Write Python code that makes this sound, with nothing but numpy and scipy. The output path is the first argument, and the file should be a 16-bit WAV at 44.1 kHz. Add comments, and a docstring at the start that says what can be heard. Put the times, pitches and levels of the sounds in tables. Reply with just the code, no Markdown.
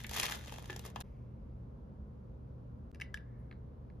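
"""Unwrapping a lemon squeezer

A thin plastic bag snaps and crinkles as its film buckles, pulled off a plastic lemon squeezer
close to the microphone, and drops on a cardboard box. Fingers rub the plastic; the lever is
lifted and clicks against the bowl, and the hinge slips. A small room rumbles and hums
throughout, and the sound drops out briefly twice."""
import sys
import numpy as np
from scipy import signal
from scipy.fft import rfft, irfft
from scipy.io import wavfile
from scipy.ndimage import uniform_filter1d

SR = 44100
rng = np.random.default_rng(int(sys.argv[2]) if len(sys.argv) > 2 else 0)


def unload_audio(sound):
    """Save the sound as a 16-bit wav file, at the path given as the first command line argument."""
    columns = np.transpose(np.atleast_2d(sound))
    # keep every value between -1 and 1, then stretch to whole-number steps
    steps = np.round(np.clip(columns, -1, 1) * 32767)
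    wavfile.write(sys.argv[1], SR, steps.astype(np.int16))


N = 176400
TIME_S = np.arange(N) / SR
FREQS_HZ = np.maximum(np.arange(N + 1) * SR / (2 * N), 1)
TOP_HZ = 16000


def from_db(db):
    """Decibels to gain."""
    return 10 ** (np.asarray(db) / 20)


def unit_rms(x):
    """Scale to rms 1."""
    return x / np.sqrt(np.mean(x ** 2) + 1e-20)


def at_hz(table, hz):
    """Read a table on a log-frequency axis."""
    table_hz, values = np.transpose(table)
    return np.interp(np.log(hz), np.log(table_hz), values)


def colour(x, gain):
    """Apply a gain per frequency."""
    return irfft(rfft(x, 2 * N) * gain)[..., :N]


def drift(rate_hz):
    """Slow wander between unit-normal random values."""
    knots = rng.standard_normal(1000)
    return np.interp(TIME_S * rate_hz, np.arange(len(knots)), knots)


def add(out, start_s, sound):
    """Mix a sound in at a time."""
    i = int(np.clip(start_s * SR, 0, N - 1))
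    out[i:i + len(sound)] += sound[:N - i]


def spread(pair, correlation):
    """Mix two independent signals to left and right with a correlation per frequency."""
    alike = np.clip(at_hz(correlation, FREQS_HZ), -1, 1)
    mid, side = colour(pair, np.sqrt(np.array([1 + alike, 1 - alike]) / 2))
    return np.array([mid + side, mid - side])


# Ventilation noise: (frequency [Hz], density [dB])
RUMBLE_SPECTRUM = [(20,-26.5), (32,-17.5), (45,-1.5), (60,0.5), (74,3.5), (92,-11.5), (140,-5.5), (180,-10),
                   (206,-6.5), (250,-12.5), (320,-19.5), (520,-19), (700,-29), (1000,-29), (2000,-48),
                   (4000,-56.5), (7000,-64), (11500,-66), (15000,-75)]
# Rumble, left to right: (frequency [Hz], correlation [-1..1])
RUMBLE_CORRELATION = [(60,.98), (150,0.94), (380,.5), (950,-0.35), (2400,0.085), (6000,0.41), (8500,.93),
                      (12000,0.82)]

def background(rumble_db=-49.5, hum_hz=119.1, hum_db=-56, waver_hz=0.48, waver_db=4):
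    """Ventilation rumble and a wavering mains hum."""
    gain = from_db(at_hz(RUMBLE_SPECTRUM, FREQS_HZ)) * (FREQS_HZ > 15)
    rumble = spread(colour(rng.standard_normal((2, N)), gain), RUMBLE_CORRELATION)
    pitch_hz = hum_hz + waver_hz * drift(8.8)
    hum = np.sqrt(2) * np.sin(2 * np.pi * np.cumsum(pitch_hz) / SR)
    return from_db(rumble_db) * unit_rms(rumble) + from_db(hum_db + waver_db * drift(7.8)) * hum


def crack(spectrum, t60_at_2khz_s, bass_db=0, treble_db=0, modes=60, size=900):
    """A buckle or contact rings short modes at random pitches, the high ones dying first; peak 1."""
    edges = np.linspace(np.sqrt(200), np.sqrt(TOP_HZ), modes + 1)
    hz = (edges[:-1] + np.diff(edges) * rng.random(modes)) ** 2
    tilt_db = at_hz([(800, bass_db), (2000, 0), (3000, 0), (9000, treble_db)], hz)
    gain = from_db(at_hz(spectrum, hz) + tilt_db) * hz ** 0.25 * rng.choice([-1, 1], modes)
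    t60_s = t60_at_2khz_s * (2000 / hz) ** 0.27
    t = TIME_S[:size, None]
    rings = np.sin(2 * np.pi * hz * t) * from_db(-60 * t / t60_s)
    out = rings @ (gain / np.sqrt(t60_s))
    return out / np.abs(out).max()


# Bag film: (frequency [Hz], density [dB])
FILM_SPECTRUM = [(200,-17), (400,-12), (560,-3.5), (750,-1), (1050,-7), (1350,-8.5), (1700,-2.5), (2100,-4),
                 (2700,-3.5), (3300,-1), (4300,-8.5), (6500,-6.5), (8500,-11.5), (11000,-13), (13500,-17.5),
                 (15500,-19)]
FILM_T60_S, BUCKLE_LEAD_S = 0.01, 0.002

def snap(bass_db, treble_db, buckles=4, weaker_db=-8.5):
    """A crease gives way in a run of buckles, the strongest BUCKLE_LEAD_S in; peak 1."""
    out = np.zeros(SR // 20)
    for k in range(buckles):
        lag_s, db = (rng.uniform(0, 3) * BUCKLE_LEAD_S, weaker_db) if k else (BUCKLE_LEAD_S, 0)
        add(out, lag_s, from_db(db) * crack(FILM_SPECTRUM, FILM_T60_S, bass_db, treble_db))
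    return out / np.abs(out).max()


def pop(hz, modes=120, size=1800, width_oct=0.23):
    """A panel of film flips over: a crack strongest around one pitch; peak 1."""
    grid_hz = np.geomspace(200, TOP_HZ, 100)
    hump_db = -20 * np.log10(1 + (np.log2(grid_hz / hz) / width_oct) ** 2)
    return crack(np.column_stack([grid_hz, hump_db]), t60_at_2khz_s=0.012, modes=modes, size=size)


def crinkle(centre_hz=2800, spread_oct=1.2, pop_db=-6):
    """A small facet buckles: a crack of random brightness with a hint of pitch."""
    bass_db, treble_db = rng.normal(0, 2.4, 2)
    hz = centre_hz * 2 ** (spread_oct * rng.standard_normal())
    buckle = crack(FILM_SPECTRUM, FILM_T60_S, bass_db, treble_db, modes=30)
    return buckle + from_db(pop_db) * pop(hz, modes=40, size=len(buckle))


# Loud buckles: (time [s], level [dB], bass [dB], treble [dB])
FILM_SNAPS = [(.038,-40,-19.5,10), (0.0439,-34.5,-21.5,-36.5), (0.067,-38,-7,13.5), (0.0938,-34,-3.5,-1),
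              (0.112,-35,-3.5,8), (0.114,-33,19,10), (0.135,-32,1,3), (.142,-31,-9,9), (.166,-29.5,1,8),
              (.174,-28,2.5,-3.5), (.199,-19.5,-10.5,3), (0.2125,-33,-15,13.5), (.230,-28.5,-14.5,4.5),
              (0.233,-23,-6,-1.5), (.2405,-28.5,2.5,6), (0.2533,-27.5,-15,0), (0.2567,-27.5,-10,0),
              (.2645,-26,-16,-4), (.289,-36.5,2.5,-15), (0.3106,-35,-10,20), (.322,-29.5,-7.5,-3.5),
              (.460,-43,9,-1), (.475,-44.5,-2,-15), (.495,-42.5,-13,-12), (.523,-37,12,2.5),
              (.540,-39.5,12.5,1), (.561,-44,7,-4), (0.584,-40.5,14,-2), (.625,-45.5,12,7),
              (.643,-44,11,-0.5), (.658,-43.5,0,3), (0.677,-55,-9.5,19), (.699,-36.5,-1,-17),
              (0.704,-37.5,-10,-6), (0.729,-39.5,6,-6), (0.763,-35,2.5,0), (.794,-36.5,-1,6),
              (.852,-41,11,7), (.862,-35.5,21.5,15.5), (.902,-50.5,-3,6), (.960,-35,5.5,-8.5),
              (.965,-40,4,-22), (1.005,-35.5,10,14), (1.0109,-35.5,5,-0.5)]
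# Larger panels flipping: (time [s], pitch [Hz], level [dB])
PANEL_POPS = [(0.0464,1920,-34), (.230,2240,-33), (.322,1760,-29.5), (.961,935,-33.5), (1.010,3537,-43.5)]
# How hard the bag is worked: (time [s], level [dB])
HANDLING_EFFORT = [(0,-49), (.06,-67), (.105,-56.5), (.165,-36), (.205,-39.5), (.225,-43.5), (.24,-36.5),
                   (.26,-40.5), (.30,-45), (.35,-43), (.39,-56.5), (.56,-54.5), (.66,-64.5), (.735,-56),
                   (.82,-65), (.865,-51), (.93,-76), (.97,-66.5), (1.02,-58)]

def bag(snap_gain_db=2, crinkles_per_s=560, crinkle_db=-3, slide_db=-9.5):
    """Loud snaps and pops over a swarm of small crinkles and the hiss of sliding film."""
    snaps, crinkles = np.zeros(N), np.zeros(N)
    for s, db, bass_db, treble_db in FILM_SNAPS:
        add(snaps, s - BUCKLE_LEAD_S, from_db(db + snap_gain_db) * snap(bass_db, treble_db))
    for s, hz, db in PANEL_POPS:
        add(snaps, s, from_db(db) * pop(hz))
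    facets = [crinkle() for _ in range(70)]
    strengths = from_db(4 * np.minimum(rng.exponential(1, N), 3.5))
    picks = rng.integers(0, len(facets), N)
    for i in np.flatnonzero(rng.random(N) < crinkles_per_s / SR):
        add(crinkles, i / SR, strengths[i] * facets[picks[i]])
    film_gain = from_db(at_hz(FILM_SPECTRUM, FREQS_HZ)) * (FREQS_HZ > FILM_SPECTRUM[0][0])
    slide = unit_rms(colour(rng.standard_normal(N), film_gain))
    effort = from_db(np.interp(TIME_S, *np.transpose(HANDLING_EFFORT)))
    return snaps + effort * (from_db(crinkle_db) * unit_rms(crinkles) + from_db(slide_db) * slide)


def strike(modes, rise_s=0.00057, grip_detune=0.01, settle_power=1.42):
    """A blow rings a part: grip detunes each mode, and damping grows as the parts settle."""
    t = TIME_S[:4000]
    ring = 0
    for k, (hz, db, t60_s) in enumerate(modes):
        envelope = from_db(db + rng.normal(0, 1) - 60 * (t / t60_s) ** settle_power)
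        detuned_hz = hz * rng.normal(1, grip_detune)
        ring += (-1) ** k * envelope * np.sin(2 * np.pi * detuned_hz * t)
    return (1 - np.exp(-t / rise_s)) * ring


# Bag hitting the box: (time [s], level [dB], hardness [dB/octave])
BOX_BUMPS = [(.698,-36,-0.5), (0.727,-46,0.5), (0.9607,-55.5,4)]
# Box resonances: (frequency [Hz], level [dB], t60 [s])
BOX_MODES = [(361,-3,0.026), (550,-10,0.016), (833,-12,0.036), (1120,-10.5,0.01), (1750,-0.5,0.021)]

def box():
    """Hollow taps of the open cardboard box; a harder bump favours the higher modes."""
    out = np.zeros(N)
    lowest_hz = BOX_MODES[0][0]
    for s, bump_db, db_per_oct in BOX_BUMPS:
        modes = [(hz, db + db_per_oct * np.log2(hz / lowest_hz), t60_s) for hz, db, t60_s in BOX_MODES]
        add(out, s, from_db(bump_db) * strike(modes))
    return out


# Friction on plastic: (time [s], t60 [s], level [dB], centre [Hz], width [octaves])
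PLASTIC_RUBS = [(1.04,2,-80.5,2130,.55), (1.04,1.4,-88,5000,1.2), (1.04,0.77,-95.5,10900,0.3),
                (3.26,1.55,-75,1710,0.36), (3.39,0.26,-89,10820,0.14)]

def rubbing():
    """Fingers and lever rub the plastic: soft bands of noise that die away."""
    out = np.zeros(N)
    for s, t60_s, db, hz, width_oct in PLASTIC_RUBS:
        band = np.exp(-(np.log2(FREQS_HZ / hz) / width_oct) ** 2)
        hiss = unit_rms(colour(rng.standard_normal(N), band))
        out += hiss * from_db(db - 60 * np.abs(TIME_S - s) / t60_s) * (TIME_S > s)
    return out


# Lever meeting bowl: (time [s], bowl [dB], lever [dB], tick [dB])
LEVER_CLICKS = [(2.947,-61,-52,-48), (2.957,-63.5,-60,-62), (3.0002,-44,-49,-50), (3.012,-61.5,-38,-39.5),
                (3.0165,-43.5,-31,-39.5), (3.0205,-60.5,-38.5,-44), (3.1428,-33,-68,-36.5),
                (3.1466,-58,-62,-48), (3.1731,-57.5,-45,-50.5)]
# Bowl resonances: (frequency [Hz], level [dB], t60 [s])
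BOWL_MODES = [(1662,2,0.017), (2980,-9,0.0097), (3650,-10.5,0.0072), (4300,-30,0.011), (4930,-16,0.008),
              (5320,-13,0.01), (7400,-16,0.012), (10700,-30,0.0092)]
# Lever resonances: (frequency [Hz], level [dB], t60 [s])
LEVER_MODES = [(1774,-12.5,0.011), (1995,-5.5,0.022), (2293,-8,0.018), (2700,-3,0.0092), (3020,-13.5,0.016),
               (3860,-20,0.007), (5600,-30,0.0083)]
# Hard plastic tick: (frequency [Hz], density [dB])
TICK_SPECTRUM = [(300,-22), (1000,11.5), (3000,6.5), (4300,0), (5500,9.5), (7500,-10.5), (8500,4.5),
                 (11000,-4), (13000,-16), (15000,-39)]

def lever():
    """Each contact ticks and rings both bowl and lever."""
    out = np.zeros(N)
    for s, bowl_db, lever_db, tick_db in LEVER_CLICKS:
        add(out, s, from_db(bowl_db) * strike(BOWL_MODES) + from_db(lever_db) * strike(LEVER_MODES))
        add(out, s, from_db(tick_db) * crack(TICK_SPECTRUM, t60_at_2khz_s=0.014))
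    return out


# Hinge slipping: (time [s], level [dB])
HINGE_SLIPS = [(3.5126,-46), (3.526,-51.5), (3.9,-58.5)]
# Hinge tick: (frequency [Hz], density [dB])
HINGE_SPECTRUM = [(600,-17), (1400,3), (2050,5), (2800,-11), (3400,-17), (4300,-13), (5500,-35), (7500,-37),
                  (11000,-34), (15000,-52)]

def hinge():
    """The hinge slips with dull ticks."""
    out = np.zeros(N)
    for s, db in HINGE_SLIPS:
        add(out, s, from_db(db) * crack(HINGE_SPECTRUM, t60_at_2khz_s=0.019, modes=120))
    return out


# Room decay: (frequency [Hz], t60 [s])
ROOM_DECAY = [(200,.5), (1700,0.28), (2400,0.26), (5000,0.12), (12000,0.087)]
# Reflections, left to right: (frequency [Hz], correlation [-1..1])
ECHO_CORRELATION = [(300,0.93), (1400,-0.72), (2000,0.88), (2700,.1), (4500,1), (6500,0.49), (8500,1),
                    (10000,-0.86), (12000,1)]
# Direct sound: (frequency [Hz], left minus right [dB])
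DIRECT_BALANCE = [(300,1), (1000,1), (1400,4.5), (2200,-0.5), (4700,4), (6800,2.5), (8000,0.9), (15000,-1)]

def room(x, tail_db, early_db, early_t60_s, size=26000):
    """Direct sound a little to the left, early reflections off the table, then a diffuse tail."""
    t = TIME_S[:size]
    edges_hz = np.geomspace(150, 18000, 8)
    tail = 0
    for lo, hi in zip(edges_hz, edges_hz[1:]):
        bandpass = signal.butter(2, [lo, hi], "band", fs=SR, output="sos")
        band = signal.sosfilt(bandpass, rng.standard_normal((2, size)))
        t60_s = at_hz(ROOM_DECAY, np.sqrt(lo * hi))
        tail += band * from_db(-60 * t / t60_s) * (t > .006)
    tail = colour(unit_rms(tail), from_db(tail_db))[:, :size]
    early = rng.standard_normal((2, size)) * from_db(-60 * t / early_t60_s) * (t > .001)
    response = (from_db(early_db) * unit_rms(early) + tail) / np.sqrt(size)
    echoes = signal.fftconvolve(x, response, axes=-1)[:, :N]
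    direct = colour(x, from_db(np.outer([.5, -.5], at_hz(DIRECT_BALANCE, FREQS_HZ))))
    return direct + spread(echoes, ECHO_CORRELATION)


# Film facets facing all ways, left to right: (frequency [Hz], correlation [-1..1])
FILM_CORRELATION = [(300,0.28), (1400,0.47), (2000,1), (2700,0.71), (4500,0.15), (6500,0.21), (8500,1),
                    (10000,.7), (12000,0.92), (15000,0.99)]
# Reverberation of the squeezer, which radiates treble sideways: (frequency [Hz], level [dB])
SQUEEZER_TAIL = [(900,-14.5), (1700,-15.5), (2500,-20), (3600,-12), (5000,-8.5), (7500,-16.5), (10500,-7),
                 (15000,-15)]

def scene():
    """Bag and box, cut off at the first dropout, then the squeezer, over rumble and hum."""
    film = spread(np.array([bag(), bag()]), FILM_CORRELATION)
    unwrapping = room(film + box(), tail_db=-11.5, early_db=-9, early_t60_s=0.022)
    unwrapping *= TIME_S < DROPOUT_SPANS[0][0]
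    plastic = lever() + hinge() + rubbing()
    squeezer = room(plastic[None], at_hz(SQUEEZER_TAIL, FREQS_HZ), early_db=-11.5, early_t60_s=0.028)
    return unwrapping + squeezer + background()


# Stereo microphone: (frequency [Hz], left phase lead [rad])
MIC_PHASE = [(10,0), (1200,.15), (1450,3.1), (1720,6.3), (2150,6.4), (2900,7.4), (4500,7.0), (5700,5.2),
             (6600,5.35), (7500,3.7), (8500,3.14), (9300,2.6), (11200,.05), (13400,-.1), (14000,-2.2),
             (15400,-3.14)]
# Brief level drops: (start [s], end [s])
DROPOUT_SPANS = [(1.023,1.036), (2.9156,2.927)]
DROPOUT_DB, DROPOUT_TICK_DB, DROPOUT_TICK_CORNER_HZ = -24.5, -50.5, 900

def record(dry):
    """The microphone shifts phase between sides; two dropouts each start with a tick; the top is cut."""
    x = colour(dry, np.exp(1j * np.outer([.5, -.5], at_hz(MIC_PHASE, FREQS_HZ))))
    gaps = sum(1.0 * ((TIME_S > start) & (TIME_S < end)) for start, end in DROPOUT_SPANS)
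    gain = 1 - uniform_filter1d(gaps, size=60) * (1 - from_db(DROPOUT_DB))
    tick = from_db(DROPOUT_TICK_DB) * np.exp(-2 * np.pi * DROPOUT_TICK_CORNER_HZ * TIME_S[:SR // 20])
    ticks = np.zeros(N)
    for s, _ in DROPOUT_SPANS:
        add(ticks, s, tick)
    lowpass = signal.cheby2(16, 70, TOP_HZ + 900, fs=SR, output="sos")
    return signal.sosfilt(lowpass, x * gain + ticks)


dry = scene()
out = record(dry)
unload_audio(out)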